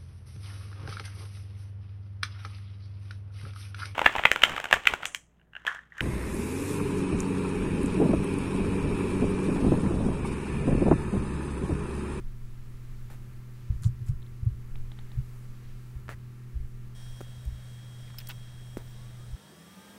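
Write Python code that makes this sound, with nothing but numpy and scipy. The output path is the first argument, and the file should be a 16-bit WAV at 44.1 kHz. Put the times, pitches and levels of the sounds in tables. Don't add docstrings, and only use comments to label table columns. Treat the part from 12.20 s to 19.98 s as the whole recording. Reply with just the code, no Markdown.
import sys
import numpy as np
from scipy import signal
from scipy.fft import rfft, irfft, next_fast_len
from scipy.io import wavfile
from scipy.ndimage import uniform_filter1d

SR = 44100
rng = np.random.default_rng(int(sys.argv[2]) if len(sys.argv) > 2 else 0)


def dump_mix(stems):
    frames = np.atleast_2d(stems).T
    limited = np.clip(frames, -1, 1)
    pcm = np.round(limited * 32767).astype(np.int16)
    wavfile.write(sys.argv[1], SR, pcm)


def convert_level_to_amplitude(level_db):
    exponent = np.asarray(level_db, float) / 20
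    return 10 ** exponent


N = 343098
TIME = np.arange(N) / SR
MOVE_S, WIND_S = 4.745, 7.158


def curve(table):
    s, *columns = np.transpose(table)
    return [np.interp(TIME, s, column) for column in columns]


def level(x, db):
    return x * convert_level_to_amplitude(db) / np.sqrt(np.mean(x ** 2))


def walk(rate_hz):
    hold = int(SR / rate_hz)
    steps = np.repeat(rng.standard_normal(N // hold + 1), hold)
    return uniform_filter1d(uniform_filter1d(steps, hold), hold)[:N]


def step(s, fade_s):
    return np.clip((TIME - s) / fade_s, 0, 1)


def add(out, s, x):
    i = int(s * SR)
    out[i:i + len(x)] += x[:N - i]


def band(size, hz, width_hz):
    fast = next_fast_len(size)
    f = np.arange(fast // 2 + 1) * SR / fast + 1
    resonance = 1 / (1 + ((f - hz * hz / f) / width_hz) ** 2)
    noise = irfft(rfft(rng.standard_normal(fast)) * resonance, fast)
    return level(noise[:size], 0)


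def tone(hz, db, from_s=0.):
    out, i = np.zeros(N), int(from_s * SR)
    turns = np.cumsum((hz + out)[i:]) / SR + rng.random()
    out[i:] = np.sqrt(2) * convert_level_to_amplitude((db + out)[i:]) * np.sin(2 * np.pi * turns)
    return out


def lines(table, waver_db, rate_hz, drift, from_s=0.):
    return sum(tone(hz * (1 + drift * walk(rate_hz)), db + waver_db * walk(rate_hz), from_s)
               for hz, db in table)


def overtones(base_hz, table, from_s):
    out = np.zeros(N)
    for multiple, hz, width_hz, db in table:
        pitch = multiple * base_hz
        resonance = 1 / (1 + (2 * (pitch - hz) / width_hz) ** 2) ** 2
        out += resonance * tone(pitch * (1 + .003 * walk(40)), db + 3.2 * walk(20), from_s)
    return step(from_s, .05) * out


def air(shape, modes, db, flicker_db):
    size = next_fast_len(N)
    f = np.arange(size // 2 + 1) * SR / size + 1
    shape_hz, shape_db = np.transpose(shape)
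    gain_db = np.interp(np.log(f), np.log(shape_hz), shape_db, -90)
    for hz, width_hz, boost_db in modes:
        gain_db = gain_db + boost_db / (1 + (2 * (f - hz) / width_hz) ** 2)
    noise, swell_db = rfft(rng.standard_normal(size)) * convert_level_to_amplitude(gain_db), 1.07 * walk(1.38)
    scale = convert_level_to_amplitude(db) / np.std(irfft(noise * (f > 250), size))
    out = np.zeros(N)
    for centre_hz in 125 * 2. ** np.arange(8):
        octave = np.clip(1 - abs(np.log2(f / centre_hz)), 0, 1)
        out += irfft(noise * octave, size)[:N] * convert_level_to_amplitude(swell_db + flicker_db * walk(9))
    return scale * out


def ring(hits):
    out, t = np.zeros(N), np.arange(2000) / SR
    for s, db, hz, t60_ms in hits:
        onset = np.clip(6.3 * hz * t, 0, 1)
        decay = 1000. ** (-1000 * t / t60_ms)
        add(out, s, convert_level_to_amplitude(db) * np.sin(2 * np.pi * hz * t) * onset * decay)
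    return out


def scrape(bursts, slips_hz):
    out, t = np.zeros(N), np.arange(4096) / SR
    slip = t * slips_hz
    for s, ms, db, hz, width_hz in bursts:
        press = np.clip(t / .0008, 0, 1) * np.clip(1 - (1000 * t / ms) ** 2, 0, 1)
        shape = press + 0.2 * np.exp(-t / 0.027)
        size = convert_level_to_amplitude(1.3 * np.tanh(rng.standard_normal(64)))[slip.astype(int) % 64]
        grip = 0.51 + size * np.exp(-(slip % 1) / 0.36)
        add(out, s, convert_level_to_amplitude(db) * shape * grip * band(len(t), hz, width_hz))
    return out


# t/s, f/Hz, level/dB
MAINS = [(0, 121.4, -46), (.5, 121.8, -45), (1, 122.9, -43.5), (2, 121.2, -42.5), (3.4, 122.8, -44.5),
         (4.5, 122.4, -43.5), (5.6, 122.4, -43.5), (6.3, 121.9, -44), (6.6, 121.9, -44.5),
         (7.2, 121.2, -44)]


def hum():
    hz, db = curve(MAINS)
    return tone(hz * (1 + 0.0041 * walk(7.6)), db + 0.48 * walk(21))


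# f/Hz, level/dB per Hz
ROOM_COLOUR = [(94, -69), (160, -33), (201, -6.5), (249, -14), (274, -12), (307, -15.5), (358, -13.5),
               (688, -24), (1180, -18.5), (2010, -21), (2180, -22.5), (3320, -28.5), (11800, -35),
               (15700, -34.5)]
# f/Hz, width/Hz, boost/dB
ROOM_RESONANCES = [(1200, 450, 0), (1450, 88, -5.5), (1963, 28, -6.5), (11500, 1200, 4)]
# f/Hz, level/dB
ROOM_MOTOR = [(240.5, -64.5), (321, -71), (359, -70.5), (400, -71), (1184, -83)]


def room():
    return air(ROOM_COLOUR, ROOM_RESONANCES, -61.5, 1.0) + lines(ROOM_MOTOR, 1.3, 3.99, 0.0014)


# f/Hz, level/dB
STEADY_TONES = [(200.2, -61), (1363, -78.5)]


def steady_tones():
    return lines(STEADY_TONES, 1.35, 5.4, 0.00201)


# f/Hz, level/dB per Hz
CASE_COLOUR = [(94, -32), (160, -15), (205, -6), (254, -10), (279, -9.5), (426, -15.5), (601, -14),
               (787, -18), (1800, -17), (2740, -21.5), (3190, -19), (3450, -21), (8660, -27.5),
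               (15700, -30)]
# f/Hz, width/Hz, boost/dB
CASE_RESONANCES = [(1750, 330, 3.4), (2820, 24, 1.6), (3220, 220, 2.6), (3790, 240, 6.7), (4920, 68, 3.4),
                   (5210, 130, 3.2), (5580, 140, 4), (6000, 150, 3.7), (8200, 1040, 6.8), (8800, 250, 4.2),
                   (15400, 500, 1.4)]


def case_air():
    return air(CASE_COLOUR, CASE_RESONANCES, -58.5, 1.0)


def hiss():
    stop_s, return_s = 5.035, 1.4
    before = convert_level_to_amplitude(-69.5) * (1 - step(stop_s, .02))
    back = convert_level_to_amplitude(-72) * step(stop_s, 2 * return_s)
    return (before + back) * (band(N, 5640.0, 700.) + band(N, 9100.0, 2500.))


# f/Hz, level/dB
COIL_TONES = [(170, -70), (2766, -89), (3268, -68), (5507, -78), (5911, -93), (6538, -93), (7388, -90),
              (7489, -88), (7911, -93), (8126, -88), (8230, -89), (8866, -80), (9500, -92), (10244, -89)]
# t/s, level/dB
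COIL_LOUDNESS = [(4.75, 6), (5.1, 3.5), (5.25, 0), (6.1, 5), (6.5, 1.5), (6.7, -2.5), (7.78, -1)]


def coils():
    return convert_level_to_amplitude(curve(COIL_LOUDNESS)[0]) * lines(COIL_TONES, 1.7, 30, 0.000388, MOVE_S)


# f/Hz, level/dB
SQUEAL_TONES = [(13986, -81), (14120, -76), (14739, -84), (15353, -75)]
# t/s, t/s
SQUEAL_SPAN = (6.545, 6.73)


def squeal():
    start_s, end_s = SQUEAL_SPAN
    gate = step(start_s, .005) * (1 - step(end_s, .01))
    return gate * lines(SQUEAL_TONES, 1.5, 20, .0005, start_s)


# t/s of centre, peak level/dB, f/Hz, half length/ms
GRIP_THUMPS = [(1.507, -15, 80, 4), (1.526, -22, 65.4, 2.6), (1.558, -30.5, 57.3, 12),
               (1.619, -28, 114, 6.6), (1.663, -13.5, 112, 8.1), (1.665, -36, 65, 15.0),
               (1.665, -19.5, 151, 4.1), (1.69, -28.5, 124.4, 25), (1.898, -16, 102, 5.1),
               (1.906, -28, 59, 6.4), (1.914, -28, 136, 14.6), (2.233, -22, 81, 3.6),
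               (2.273, -14, 102.4, 6.0), (2.291, -26, 82, 7.3), (2.987, -26, 54, 17),
               (2.989, -21.5, 123.5, 10.2), (4.367, -24.5, 60.5, 11), (5.281, -24, 58.95, 11.5),
               (5.33, -30, 58.95, 6.1), (7.139, -27.5, 53, 8.3),
               (1.82, -30, 114, 8.8), (2.33, -33, 50, 13), (3.029, -38, 44.4, 11), (3.766, -30, 56, 7.5),
                (4.409, -28, 45, 7.9), (4.441, -38, 60, 10), (5.36, -38, 55, 12)]


def grip_thumps():
    out, shaken = np.zeros(N), np.zeros(N)
    t = np.arange(-3000, 3000) / SR
    for s, db, hz, half_ms in GRIP_THUMPS:
        pulse = np.exp(-.5 * (1000 * t / half_ms) ** 2)
        add(out, s + t[0], -convert_level_to_amplitude(db) * pulse * np.cos(2 * np.pi * hz * t))
        shaken[int(s * SR)] += convert_level_to_amplitude(db)
    fade_s = 0.067
    return out, signal.lfilter([1], [1, -np.exp(-1 / (fade_s * SR))], shaken)


# t/s, level/dB
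HAND_SWAY = [(0, -38), (.4, -36.5), (.63, -42.5), (1, -36.5), (1.3, -48), (1.7, -38), (2.4, -44.5),
             (2.55, -31.5), (2.7, -42), (3.3, -40.5), (3.7, -47.5), (4.2, -54), (4.45, -36.5), (5, -45.5),
             (5.6, -54), (6.16, -46), (6.5, -49.5), (7.1, -46)]


def hand_rumble(shaken):
    deep = convert_level_to_amplitude(curve(HAND_SWAY)[0] - 2 + 2.5 * walk(8.98)) + convert_level_to_amplitude(-28) * shaken
    shell = convert_level_to_amplitude(-57 + 3 * walk(6)) + convert_level_to_amplitude(-28) * shaken
    out = deep * (band(N, 12.1, 15.8) + 0.68 * band(N, 24.2, 10.5))
    return out + shell * band(N, 67.0, 56.0) + convert_level_to_amplitude(-56) * band(N, 124.5, 63.0)


def bass():
    thumps, shaken = grip_thumps()
    low_pass = signal.butter(4, 184, fs=SR, output="sos")
    low = signal.sosfiltfilt(low_pass, hum() + thumps + hand_rumble(shaken))
    return low * (1 - step(WIND_S, 0.0029))


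# t/s, length/ms, level/dB, centre f/Hz, width/Hz
SKIN_RUBS = [(.9, 69, -55, 790, 1900), (.902, 87, -63, 9000, 9000), (1.633, 61, -54, 6900, 5000),
             (1.627, 55, -56.5, 1260, 600), (1.861, 65, -63.5, 7500, 6000), (1.875, 33, -61, 1400, 1800),
             (3.893, 58, -46.5, 1640, 1140), (3.892, 62, -58, 8000, 12000), (3.893, 55, -52, 520, 540),
             (5.87, 40, -64, 1800, 1500), (6.002, 19, -51, 2400, 3000), (6.093, 34, -43.5, 2660, 2700),
             (6.09, 43, -52.5, 860, 870), (6.095, 22, -59, 12000, 7000), (6.58, 60, -51.5, 520, 940)]
# t/s, length/ms, level/dB, centre f/Hz, width/Hz
SHORT_SNAPS = [(1.622, 16, -57, 7950, 6000), (1.642, 15, -53, 4000, 2500), (1.883, 15, -57, 6150, 7000),
               (5.006, 14, -55, 6000, 12000), (5.252, 5.4, -53, 7900, 14000), (5.9, 10, -53.5, 1500, 2000),
               (5.878, 10, -57, 2300, 1000), (5.944, 8.9, -55.5, 900, 1200), (5.984, 8, -39.5, 13700, 5030),
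               (5.985, 12, -46.5, 2960, 5000), (6.071, 6.1, -44.5, 6450, 9000),
               (6.088, 7, -40.5, 14000, 6000), (6.571, 18, -54, 7000, 12000)]


def scuffs():
    return scrape(SKIN_RUBS, 134.5) + scrape(SHORT_SNAPS, 200)


# t/s, peak level/dB, start f/Hz, body ring level/dB
PLASTIC_CREAKS = [(2.019, -59, 3000, -70), (2.026, -54, 2390, -70), (2.062, -57, 2400, -70),
                  (2.555, -50.5, 1820, -48.5), (2.716, -49, 2400, -47.5), (2.788, -48.5, 2370, -47.5),
                  (2.916, -52, 2800, -51)]


def creaks():
    end_hz, length_ms = 4450, 5.4
    body = [(s + .002, body_db, 830, 20) for s, _, _, body_db in PLASTIC_CREAKS]
    grit = [(s, length_ms, body_db - 6.5, 1800, 2000) for s, _, _, body_db in PLASTIC_CREAKS]
    out = ring(body) + scrape(grit, 200)
    part = np.clip(1000 * np.arange(2000) / SR / length_ms, 0, 1)
    for s, db, start_hz, _ in PLASTIC_CREAKS:
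        turns = np.cumsum(start_hz + (end_hz - start_hz) * part ** 0.84) / SR
        add(out, s, convert_level_to_amplitude(db) * np.sin(np.pi * part) * np.sin(2 * np.pi * turns))
    return out


# t/s, peak level/dB, f/Hz, t60/ms
KNOCKS = [(.903, -44, 900, 8), (2.252, -49, 10000, 4), (3.882, -29, 1500, 2.3), (3.8916, -20.5, 1380, 3.6),
          (3.8915, -31, 416, 11), (3.893, -36, 587, 16), (1.635, -44, 4200, 11), (1.635, -41, 9800, 7),
          (1.644, -40, 3480, 5.1), (5.007, -20, 472, 2.8), (5.012, -23.5, 368, 7.7),
          (5.013, -32.5, 1260, 3.1), (6.5707, -20.5, 368, 15), (6.5709, -23.5, 1496, 1.24),
          (6.5737, -24.5, 170, 19), (7.322, -47, 370, 40)]


def ticks():
    rasp = [(1.635 + k * 0.0094, -43.5 - k, 6980, 7) for k in range(4)]
    return ring(KNOCKS + rasp)


# t/s, peak level/dB, f/Hz, t60/ms
SWITCH_CLICKS = [
    (5.985, -35, 15000, 12),
    (5.985, -32.5, 5150, 24),
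    (6.088, -33, 15300, 10),
    (6.088, -35, 11800, 6),
    (6.097, -49, 2830, 27),
    (6.1, -42, 1490, 42),
    (6.105, -51, 2240, 30),
]


def switch():
    return ring(SWITCH_CLICKS)


def rush():
    return convert_level_to_amplitude(-68) * step(7.0, .6) * (band(N, 2400., 2000.) + .8 * band(N, 13000., 7000.))


def airflow():
    flow_db = -69 + 2.5 * (TIME - MOVE_S) + 3.0 * step(7.4, 0.41)
    return convert_level_to_amplitude(flow_db) * band(N, 295.0, 670.0) + convert_level_to_amplitude(-63.5) * band(N, 94.0, 60.)


# t/s, f/Hz, level/dB
PUMP_WHISTLE = [
    (7.15, 4000, -92),
    (7.27, 4480, -77),
    (7.34, 4850, -72),
    (7.43, 5320, -72),
    (7.5, 5680, -82),
    (7.7, 6500, -90),
]
# multiple, level/dB
PUMP_TONES = [(1, 0), (4 / 3, -8), (2, -6), (3, -7)]
# multiple, resonance f/Hz, width/Hz, level/dB
PUMP_OVERTONES = [(2.42, 10400, 500, -79), (2.3, 14000, 600, -81), (1.77, 10500, 600, -83),
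                  (2.8, 15300, 600, -83)]


def pump():
    hz, db = curve(PUMP_WHISTLE)
    start_s = PUMP_WHISTLE[0][0]
    out = overtones(hz, PUMP_OVERTONES, start_s)
    for multiple, tone_db in PUMP_TONES:
        out += tone(multiple * hz, db + tone_db + 1.5 * walk(25), start_s) * step(start_s, .03)
    return out


# t/s, f/Hz, level/dB
BLADE_TONE = [
    (7.17, 140, -63),
    (7.33, 152.2, -57.5),
    (7.64, 195.5, -54.5),
    (7.78, 200, -55),
]
# t/s, f/Hz
FAN_SPIN = [(6.7, 115), (7.02, 137.2), (7.25, 154.7), (7.35, 161.5), (7.6, 173.9), (7.78, 180.6)]
# multiple, resonance f/Hz, width/Hz, level/dB
FAN_OVERTONES = [(1.76, 310, 12, -65), (4, 622, 40, -69.5), (5, 885, 110, -67), (6, 930, 60, -70),
                 (7, 1180, 260, -67), (9, 1200, 560, -71), (9, 1590, 170, -65.5), (11, 1750, 110, -71),
                 (14, 2400, 40, -72)]


def fans():
    hz, db = curve(BLADE_TONE)
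    blades = tone(hz * (1 + 0.02 * walk(40)), db + 3.0 * walk(35)) * step(BLADE_TONE[0][0], .03)
    return blades + overtones(curve(FAN_SPIN)[0], FAN_OVERTONES, FAN_SPIN[0][0])


def scene():
    inside = case_air() + hiss() + coils() + squeal() + airflow() + pump() + fans()
    moved = step(MOVE_S, 0.0075)
    places = (1 - moved) * room() + moved * inside + steady_tones()
    handling = bass() + scuffs() + creaks() + ticks()
    return np.array([places + handling + switch() + rush()])


def band_limit(x):
    return signal.sosfilt(signal.butter(12, 16650, fs=SR, output="sos"), x)


def record(dry):
    wind_filter = signal.butter(2, 90, "high", fs=SR, output="sos")
    thin = signal.sosfilt(wind_filter, dry)
    windy = step(WIND_S, 0.0035)
    top_shelf = signal.ellip(10, .2, 26, 15780, fs=SR, output="sos")
    mix = signal.sosfilt(top_shelf, (1 - windy) * dry + windy * thin)
    return band_limit(mix)


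dry = scene()
out = record(dry)
dump_mix(out)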